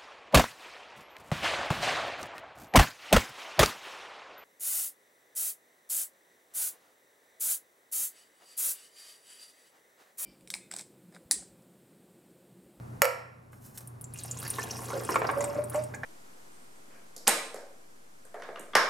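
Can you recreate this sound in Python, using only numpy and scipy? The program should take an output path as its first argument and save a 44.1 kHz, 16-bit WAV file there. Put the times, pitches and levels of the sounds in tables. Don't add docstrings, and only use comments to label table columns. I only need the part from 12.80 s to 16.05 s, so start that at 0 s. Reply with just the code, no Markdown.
import sys
import numpy as np
from scipy import signal
from scipy.fft import rfft, irfft
from scipy.io import wavfile
from scipy.ndimage import uniform_filter1d, minimum_filter1d

SR = 44100
rng = np.random.default_rng(int(sys.argv[2]) if len(sys.argv) > 2 else 0)


def materialize(psi):
    bounded = np.clip(np.atleast_2d(psi).T, -1, 1)
    quanta = np.round(bounded * 32767).astype(np.int16)
    wavfile.write(sys.argv[1], SR, quanta)


N = 143325
T = np.arange(N) / SR

# pitch_hz, level_db (before wavering)
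HUM_PARTIALS = [(120.2, -46.5), (242.7, -62.5), (214.6, -66), (89.5, -56.5)]
# frequency_hz, relative_db
FLOOR_COLOUR = [(20, -32.5), (45, -2.5), (90, -11), (125, 5), (175, -5), (300, -9.5), (450, -15),
                (1100, -19.5), (3200, -37.5), (5000, -37.5), (11000, -36), (16000, -46.5)]
HUM_WAVER = 0.2
FLOOR_DB, FLOOR_WIDE_HZ = -48.5, 250

# start_s, bright_level_db, dull_thud_level_db
GRIPS = [(0.73, -42, -32), (.861, -34.5, -47), (0.975, -22.5, -42), (0.98, -27.5, -60), (1.006, -33, -39)]
# time_s, level_db (before flutter)
RUB_ENVELOPE = [(.72, -55.5), (.8, -66), (.85, -52.5), (.92, -59), (.99, -51.5), (1.05, -65), (1.15, -77.5)]
GRIP_T60_S = 0.022

# start_s, relative_db, hardness (0 to 1)
KNOCKS = [(0.2193, -1, 0.71), (0.2218, -19, .1), (.2445, -17.5, 0.14), (0.2539, -15, 0.37)]
# pitch_hz, relative_db, t60_s
KNOCK_MODES = [(493, 3, 0.35), (532, 8, 0.28), (575, 5, 0.24), (671, -7.5, 0.42), (951, -8, 0.48),
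               (1110, -15, .5), (1273, -3, 0.38), (1346, -1.5, 0.43), (1382, -8.5, 0.59), (1700, -16, 0.25),
               (2230, -7.5, 0.33), (2290, -12, 0.55), (2880, -12.5, 0.32), (4480, -15, 0.35),
               (5370, -19, 0.22), (5510, -18, 0.42), (5550, -23.5, 0.59), (6895, 3, 0.058)]
# frequency_hz, relative_db
CRACK_COLOUR = [(100, -45), (300, -15.5), (540, 8.5), (800, -1.5), (1250, 2.5), (2400, -1), (3000, -11.5),
                (4000, -18), (5330, -5.5), (6170, -16), (7010, -9.5), (10600, -12.5), (11900, -6.5),
                (13500, -12), (16000, -25)]
CRACK_DB, CRACK_T60_S, RING_DB = 18.5, 0.01, -14.5
RING_SPREAD_RAD = 0.25
KNOCK_PAN_DB, KNOCK_ROOM_DB = -3, -11
SOFT_CONTACT_S = 0.00071

# start_s, hold_s, level_db (before waver)
SHAKES = [(2.312, .02, -39.5), (2.372, 0.011, -31.5), (2.514, 0.0063, -32), (2.563, 0.014, -24.5),
          (2.593, 0.11, -31), (2.749, 0.0088, -28.5), (2.78, 0.028, -24), (2.945, 0.038, -23.5)]
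# time_s, pitch_hz (before waver)
CAN_NOTE = [(2.3, 439.6), (2.38, 520), (2.52, 568), (2.58, 561.5), (2.61, 579), (2.72, 574), (2.81, 589.4),
            (2.86, 603.3), (2.94, 586.5), (3.0, 620.3)]
# start_s, relative_db
WALL_TAPS = [(2.643, -21.5), (2.777, -31), (2.99, -23)]
# pitch_hz, relative_db
WALL_MODES = [(2310, -32), (3700, -36.5), (4700, -29.5), (5280, -35), (6020, -32)]
CAN_ATTACK_S, CAN_T60_S, CAN_WALL_T60_S, CAN_PAN_DB = 0.0084, 0.13, 0.15, -1.5
CAN_WAVER_DB, CAN_PITCH_WAVER = 0.7, 0.005

# start_s, length_s, first_hz, last_hz, level_db of each bubble
SQUELCHES = [(1.622, .05, 1110, 2010, -35.5), (1.785, .016, 1610, 1820, -32.5),
             (2.103, .032, 1050, 1480, -35), (2.129, .055, 562, 450, -30)]

# start_s, relative_db, pitch_hz
SNAPS = [(1.074, -25, 9500), (1.2117, -23.5, 10060), (1.2417, -26, 7400), (1.3377, -25, 9800),
         (1.3876, -23.5, 6630), (1.4355, -22, 8930), (1.456, -30, 10800), (1.512, -17.5, 7190),
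         (1.572, -27.5, 6600), (1.5883, -25, 8560), (1.6, -25, 9800), (1.6296, -26, 10400),
         (1.664, -32, 4630), (1.6783, -22, 10500), (1.703, -14.5, 9360), (1.808, -28.5, 5220),
         (1.8294, -26, 6140), (1.838, -26.5, 10300), (1.9093, -19, 5570), (1.957, -29, 5460),
         (2.0047, -33, 9900), (2.014, -34, 8450), (2.059, -33, 10300), (2.111, -35, 10200),
         (2.235, -29, 9400), (2.2495, -25, 8900), (2.2956, -26.5, 9300), (2.3064, -35, 10600),
         (2.334, -40, 7900), (2.469, -26.5, 4920), (2.512, -29.5, 9340), (2.607, -22, 7050),
         (2.6415, -19, 8000), (2.8395, -27, 9050), (2.8987, -24, 9900), (2.942, -29, 8330),
         (3.038, -27.5, 8900), (3.146, -29.5, 6940)]
# frequency_hz, relative_db
WET_COLOUR = [(300, -41), (1500, -7), (3500, -14), (5500, -7), (9500, -4), (12000, -1), (16000, -12.5)]
# time_s, crackle_level_db, patter_level_db
SLIDE = [(1.3, -76, -84), (1.366, -49, -77.5), (1.55, -54.5, -55), (1.67, -45.5, -54.5), (1.83, -48, -46.5),
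         (1.97, -50.5, -50), (2.11, -47, -45.5), (2.2, -53.5, -45.5), (2.28, -51, -49.5),
         (2.31, -42.5, -37.5), (2.455, -57, -41), (2.535, -56, -39.5), (2.618, -51.5, -42),
         (2.708, -57.5, -48), (2.779, -58.5, -41), (2.89, -68, -56.5), (2.96, -49, -38), (3.059, -66, -60),
         (3.221, -70, -56)]
SNAP_DB, SNAP_T60_S, SNAP_HARDNESS, SNAP_SKIRT_DB = -2.5, 0.017, 0.14, -25.5
SNAP_RING_DB, SNAP_CYCLES = -6.5, 74
CRACKLE_PER_S, CRACKLE_SPREAD_DB, CRACKLE_CYCLES, CRACKLE_RISE = 780, 4.5, 21, 0.06
FIZZ_DB = -6.5
WET_PAN_DB, WET_ROOM_DB, SINK_DB = -0.5, -10, -1.5

# start_s, relative_db, starting_pitch_hz
PLOPS = [(1.449, -36, 736), (1.785, -23.5, 1090), (2.104, -28.5, 1090), (2.152, -34, 467),
         (2.173, -31.5, 476), (2.179, -38, 820), (2.205, -30.5, 550), (2.291, -18.5, 990),
         (2.294, -22, 343), (2.343, -23, 1300), (2.358, -10.5, 1217), (2.4183, -17, 964), (2.445, -19, 790),
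         (2.451, -22, 1510), (2.4909, -17, 1180), (2.5, -19.5, 1560), (2.317, -24, 430), (2.607, -22, 940),
         (2.64, -25, 940), (2.764, -31, 277), (2.946, -22.5, 836)]
# frequency_hz, relative_db
HEAP_COLOUR = [(100, -28.5), (250, -3.5), (380, -4.5), (520, -0.5), (1200, 1.5), (2300, -4), (3200, -19),
               (8000, -43), (16000, -67.5)]
# start_s, level_db
TAPS = [(2.95, -42), (3.138, -24.5), (3.233, -19)]
# frequency_hz, relative_db
COLANDER_COLOUR = [(150, -37), (400, 4), (900, 3.5), (1250, -10), (1620, 12), (1950, 0), (2350, 4),
                   (2800, -19), (4500, -21.5), (12000, -39)]
PATTER_PER_S, PATTER_SPREAD_DB = 560, 2.5
PLOP_DB, PLOP_CYCLES, PLOP_RISE = -2.5, 16.2, 0.13
THUD_DB, THUD_T60_S, THUD_HARDNESS, TAP_T60_S = 0, 0.022, 0.19, 0.036
HEAP_PAN_DB, HEAP_ROOM_DB = -1.5, -8

# frequency_hz, t60_s
ROOM_T60 = [(200, 0.83), (1000, 0.59), (2500, 0.59), (6000, 0.41), (14000, 0.27)]
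SINK_T60_S = 0.044
# frequency_hz, gain_db
LEAN = [(200, -14.5), (400, -1), (1300, 2), (2400, 2), (4400, -12.5), (9000, -19)]
# frequency_hz, gain_db
MIC_WIDTH = [(60, -27), (250, 1), (600, 2.5), (1300, 4.5), (2400, 1.5), (4400, -13), (8000, -10.5),
             (13000, 4.5)]
LIMIT_DB, DETECT_S, DUCK_S, RECOVER_DB_PER_S = -8.5, 0.0013, 0.0015, 9
CLIP_AT, LOW_CUT_HZ, TOP_HZ = 0.85, 52.6, 16300


def undb(db):
    return 10 ** (np.asarray(db) / 20)


def unit(x):
    return x / np.sqrt(np.mean(x ** 2))


def fade(t60):
    return np.exp(-np.minimum(np.log(1000) * T / t60, 60))


def add(track, at, sound):
    start = int(at * SR)
    part = sound[:max(N - start, 0)]
    track[start:start + len(part)] += part


def equalise(x, points):
    hz, db = np.array(points, float).T
    bins = np.log(np.fft.rfftfreq(2 * N, 1 / SR) + 1)
    gain = undb(np.interp(bins, np.log(hz), db))
    return irfft(rfft(x, 2 * N) * gain)[:N]


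def pan(x, db):
    half_difference = (undb(db / 2) - undb(-db / 2)) / 2
    return x + half_difference * equalise(x.mean(axis=0), LEAN) * np.array([[1], [-1]])


def response(points, size=1024):
    hz, db = np.array(points, float).T
    bins = np.log(np.fft.rfftfreq(size, 1 / SR) + 1)
    log_gain = np.interp(bins, np.log(hz), np.log(undb(db)))
    cepstrum = irfft(log_gain)
    cepstrum[1:size // 2] *= 2
    cepstrum[size // 2 + 1:] = 0
    h = irfft(np.exp(rfft(cepstrum)))
    return h / np.linalg.norm(h)


def through(x, h):
    return signal.fftconvolve(x, h)[:len(x)]


def walk(rate):
    k = int(SR / rate)
    steps = np.repeat(rng.standard_normal(N // k + 1), k)
    return unit(uniform_filter1d(steps, k)[:N])


def burst(h, t60, hardness=0, size=4096):
    hard = np.clip(hardness, 0, 1)
    rise = np.minimum(T[:size] / SOFT_CONTACT_S, 1)
    scuff = rng.standard_normal(size) * fade(t60)[:size] * rise
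    click = T[:size] == 0
    excitation = np.sqrt(1 - hard) * scuff / np.linalg.norm(scuff) + np.sqrt(hard) * click
    x = through(excitation, h)
    return x / np.linalg.norm(x) * np.sqrt(t60 * SR) / 10


def bubble(hz, cycles, rise, size=3000):
    age = T[:size] * hz / cycles
    pitch = hz * (1 + rise * np.minimum(age, 1))
    decay = np.exp(-np.log(1000) * np.minimum(age, 10))
    return np.sin(2 * np.pi * np.cumsum(pitch) / SR) * decay


def grains(per_s, spread_db, low_hz, high_hz, cycles, rise):
    out = np.zeros(N)
    for at, pitch, chance in rng.random((int(per_s * N / SR), 3)):
        size = undb(spread_db * min(-np.log(1 - chance), 4))
        hz = low_hz * (high_hz / low_hz) ** pitch
        add(out, at * N / SR, size * bubble(hz, cycles, rise, size=1800))
    return unit(out)


def space(x, room_db, sink_db, size=30000):
    hz, t60 = np.array(ROOM_T60).T
    bins = np.log(np.fft.rfftfreq(size, 1 / SR) + 1)
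    shares = [np.interp(bins, np.log(hz), row) for row in np.eye(len(hz))]
    common = rng.standard_normal(size)
    ears = []
    for _ in range(2):
        noise = rfft(rng.standard_normal(size) + 0.42 * common[::-1])
        tail = sum(irfft(noise * share) * fade(decay)[:size] for share, decay in zip(shares, t60))
        tail *= np.minimum(T[:size] / 0.014, 1)
        near = (common + 0.46 * rng.standard_normal(size)) * fade(SINK_T60_S)[:size]
        near *= T[:size] > 0.0015
        tail_part = undb(room_db) * tail / np.linalg.norm(tail)
        near_part = undb(sink_db) * near / np.linalg.norm(near)
        ears.append(x + through(x, tail_part + near_part))
    return np.array(ears)


def kitchen():
    hum = np.zeros(N)
    for hz, db in HUM_PARTIALS:
        waver = 1 + HUM_WAVER * (walk(16) + 1j * walk(37))
        hum += undb(db) * np.sqrt(2) * np.real(waver * np.exp(2j * np.pi * hz * T))
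    colour = response(FLOOR_COLOUR, size=8192)
    mid, side = (through(rng.standard_normal(N), colour) for _ in range(2))
    side = signal.sosfilt(signal.butter(1, FLOOR_WIDE_HZ, "high", fs=SR, output="sos"), side)
    return hum + undb(FLOOR_DB) * (mid + side * np.array([[1], [-1]]))


def handling():
    bright, dull = response(WET_COLOUR), response(HEAP_COLOUR)
    rub_db = np.interp(T, *np.array(RUB_ENVELOPE).T, left=-120, right=-120) + 2 * walk(60.3)
    out = through(rng.standard_normal(N), bright) * undb(rub_db)
    for at, db, thud_db in GRIPS:
        pat = undb(db) * burst(bright, GRIP_T60_S)
        thud = undb(thud_db) * burst(dull, GRIP_T60_S)
        add(out, at, pat + thud)
    return space(out, room_db=-9.0, sink_db=0)


def knock():
    cracks, rings = np.zeros(N), np.zeros((2, N))
    colour = response(CRACK_COLOUR)
    for at, db, hardness in KNOCKS:
        add(cracks, at, undb(db + CRACK_DB) * burst(colour, CRACK_T60_S, hardness))
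    at, db, _ = KNOCKS[0]
    for hz, mode_db, t60 in KNOCK_MODES:
        phase = 2 * np.pi * rng.random()
        lead = RING_SPREAD_RAD * rng.choice([-1, 1])
        envelope = undb(db + RING_DB + mode_db) * fade(t60)[:SR]
        for ear, offset in zip(rings, (lead, -lead)):
            add(ear, at, envelope * np.sin(2 * np.pi * hz * T[:SR] + phase + offset))
    return pan(space(cracks, KNOCK_ROOM_DB, sink_db=-10.5) + rings, KNOCK_PAN_DB)


def can():
    swell, wall = np.zeros(N), np.zeros(N)
    for at, hold, db in SHAKES:
        attack = np.minimum(T / CAN_ATTACK_S, 1)
        held_decay = np.interp(T - hold, T, fade(CAN_T60_S))
        add(swell, at, undb(db) * attack * held_decay)
    pitch = np.interp(T, *np.array(CAN_NOTE).T) * (1 + CAN_PITCH_WAVER * walk(70))
    air = swell * undb(CAN_WAVER_DB * walk(90)) * np.sin(2 * np.pi * np.cumsum(pitch) / SR)
    modes = sum(undb(db) * np.sin(2 * np.pi * hz * T[:SR]) for hz, db in WALL_MODES)
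    ring = modes * fade(CAN_WALL_T60_S)[:SR]
    for at, db in WALL_TAPS:
        add(wall, at, undb(db) * ring)
    return pan(space(air + wall, room_db=-13, sink_db=-18), CAN_PAN_DB)


def squelch(count=8):
    out = np.zeros(N)
    for at, length, first_hz, last_hz, db in SQUELCHES:
        for along in (np.arange(count) + rng.random(count)) / count:
            hz = first_hz + along * (last_hz - first_hz)
            add(out, at + along * length, undb(db) * bubble(hz, cycles=23, rise=0.068))
    return pan(space(out, HEAP_ROOM_DB, sink_db=-4), HEAP_PAN_DB)


def brine():
    times, crackle_db, _ = np.array(SLIDE).T
    chirps = grains(CRACKLE_PER_S, CRACKLE_SPREAD_DB, low_hz=2480, high_hz=14500,
                    cycles=CRACKLE_CYCLES, rise=CRACKLE_RISE)
    fizz = grains(per_s=1230.8, spread_db=5.5, low_hz=2800, high_hz=14300, cycles=2.9, rise=0)
    crackle = unit(through(chirps + undb(FIZZ_DB) * fizz, response(WET_COLOUR)))
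    out = crackle * undb(np.interp(T, times, crackle_db, left=-120))
    for at, db, hz in SNAPS:
        band = response([(hz / 4, 2 * SNAP_SKIRT_DB), (hz * 0.69, SNAP_SKIRT_DB), (hz * 0.888, 0),
                         (hz * 1.1, 0), (hz * 2, SNAP_SKIRT_DB)])
        add(out, at, undb(db + SNAP_DB) * burst(band, SNAP_T60_S, SNAP_HARDNESS))
        add(out, at, undb(db + SNAP_RING_DB) * bubble(hz, SNAP_CYCLES, rise=0.076))
    return pan(space(out, WET_ROOM_DB, SINK_DB), WET_PAN_DB)


def peas():
    colour = response(HEAP_COLOUR)
    times, _, patter_db = np.array(SLIDE).T
    drops = grains(PATTER_PER_S, PATTER_SPREAD_DB, low_hz=215.4, high_hz=2950, cycles=12, rise=0.25)
    out = unit(through(drops, colour)) * undb(np.interp(T, times, patter_db, left=-120))
    for at, db, hz in PLOPS:
        add(out, at, undb(db + PLOP_DB) * bubble(hz, PLOP_CYCLES, PLOP_RISE))
        add(out, at, undb(db + THUD_DB) * burst(colour, THUD_T60_S, THUD_HARDNESS))
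    plastic = response(COLANDER_COLOUR)
    for at, db in TAPS:
        add(out, at, undb(db) * burst(plastic, TAP_T60_S))
    return pan(space(out, HEAP_ROOM_DB, sink_db=-1.0), HEAP_PAN_DB)


def microphones(x):
    side = equalise((x[0] - x[1]) / 2, MIC_WIDTH)
    return x.mean(axis=0) + side * np.array([[1], [-1]])


def scene():
    return kitchen() + handling() + knock() + can() + squelch() + brine() + peas()


def record(dry):
    memory = np.exp(-1 / (DETECT_S * SR))
    power = signal.lfilter([1 - memory], [1, -memory], np.mean(dry ** 2, axis=0))
    over_db = np.maximum(10 * np.log10(power + 1e-12) - LIMIT_DB, 0)
    recovery_db = RECOVER_DB_PER_S * T
    cut_db = np.maximum.accumulate(over_db + recovery_db) - recovery_db
    window = 2 * int(DUCK_S * SR) + 1
    gain = undb(uniform_filter1d(minimum_filter1d(-cut_db, window), window))
    clipped = np.clip(microphones(dry) * gain, -CLIP_AT, CLIP_AT)
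    out = signal.sosfilt(signal.butter(2, LOW_CUT_HZ, "high", fs=SR, output="sos"), clipped)
    return signal.sosfilt(signal.ellip(10, 0.2, 90, TOP_HZ, fs=SR, output="sos"), out)


dry = scene()
out = record(dry)
materialize(out)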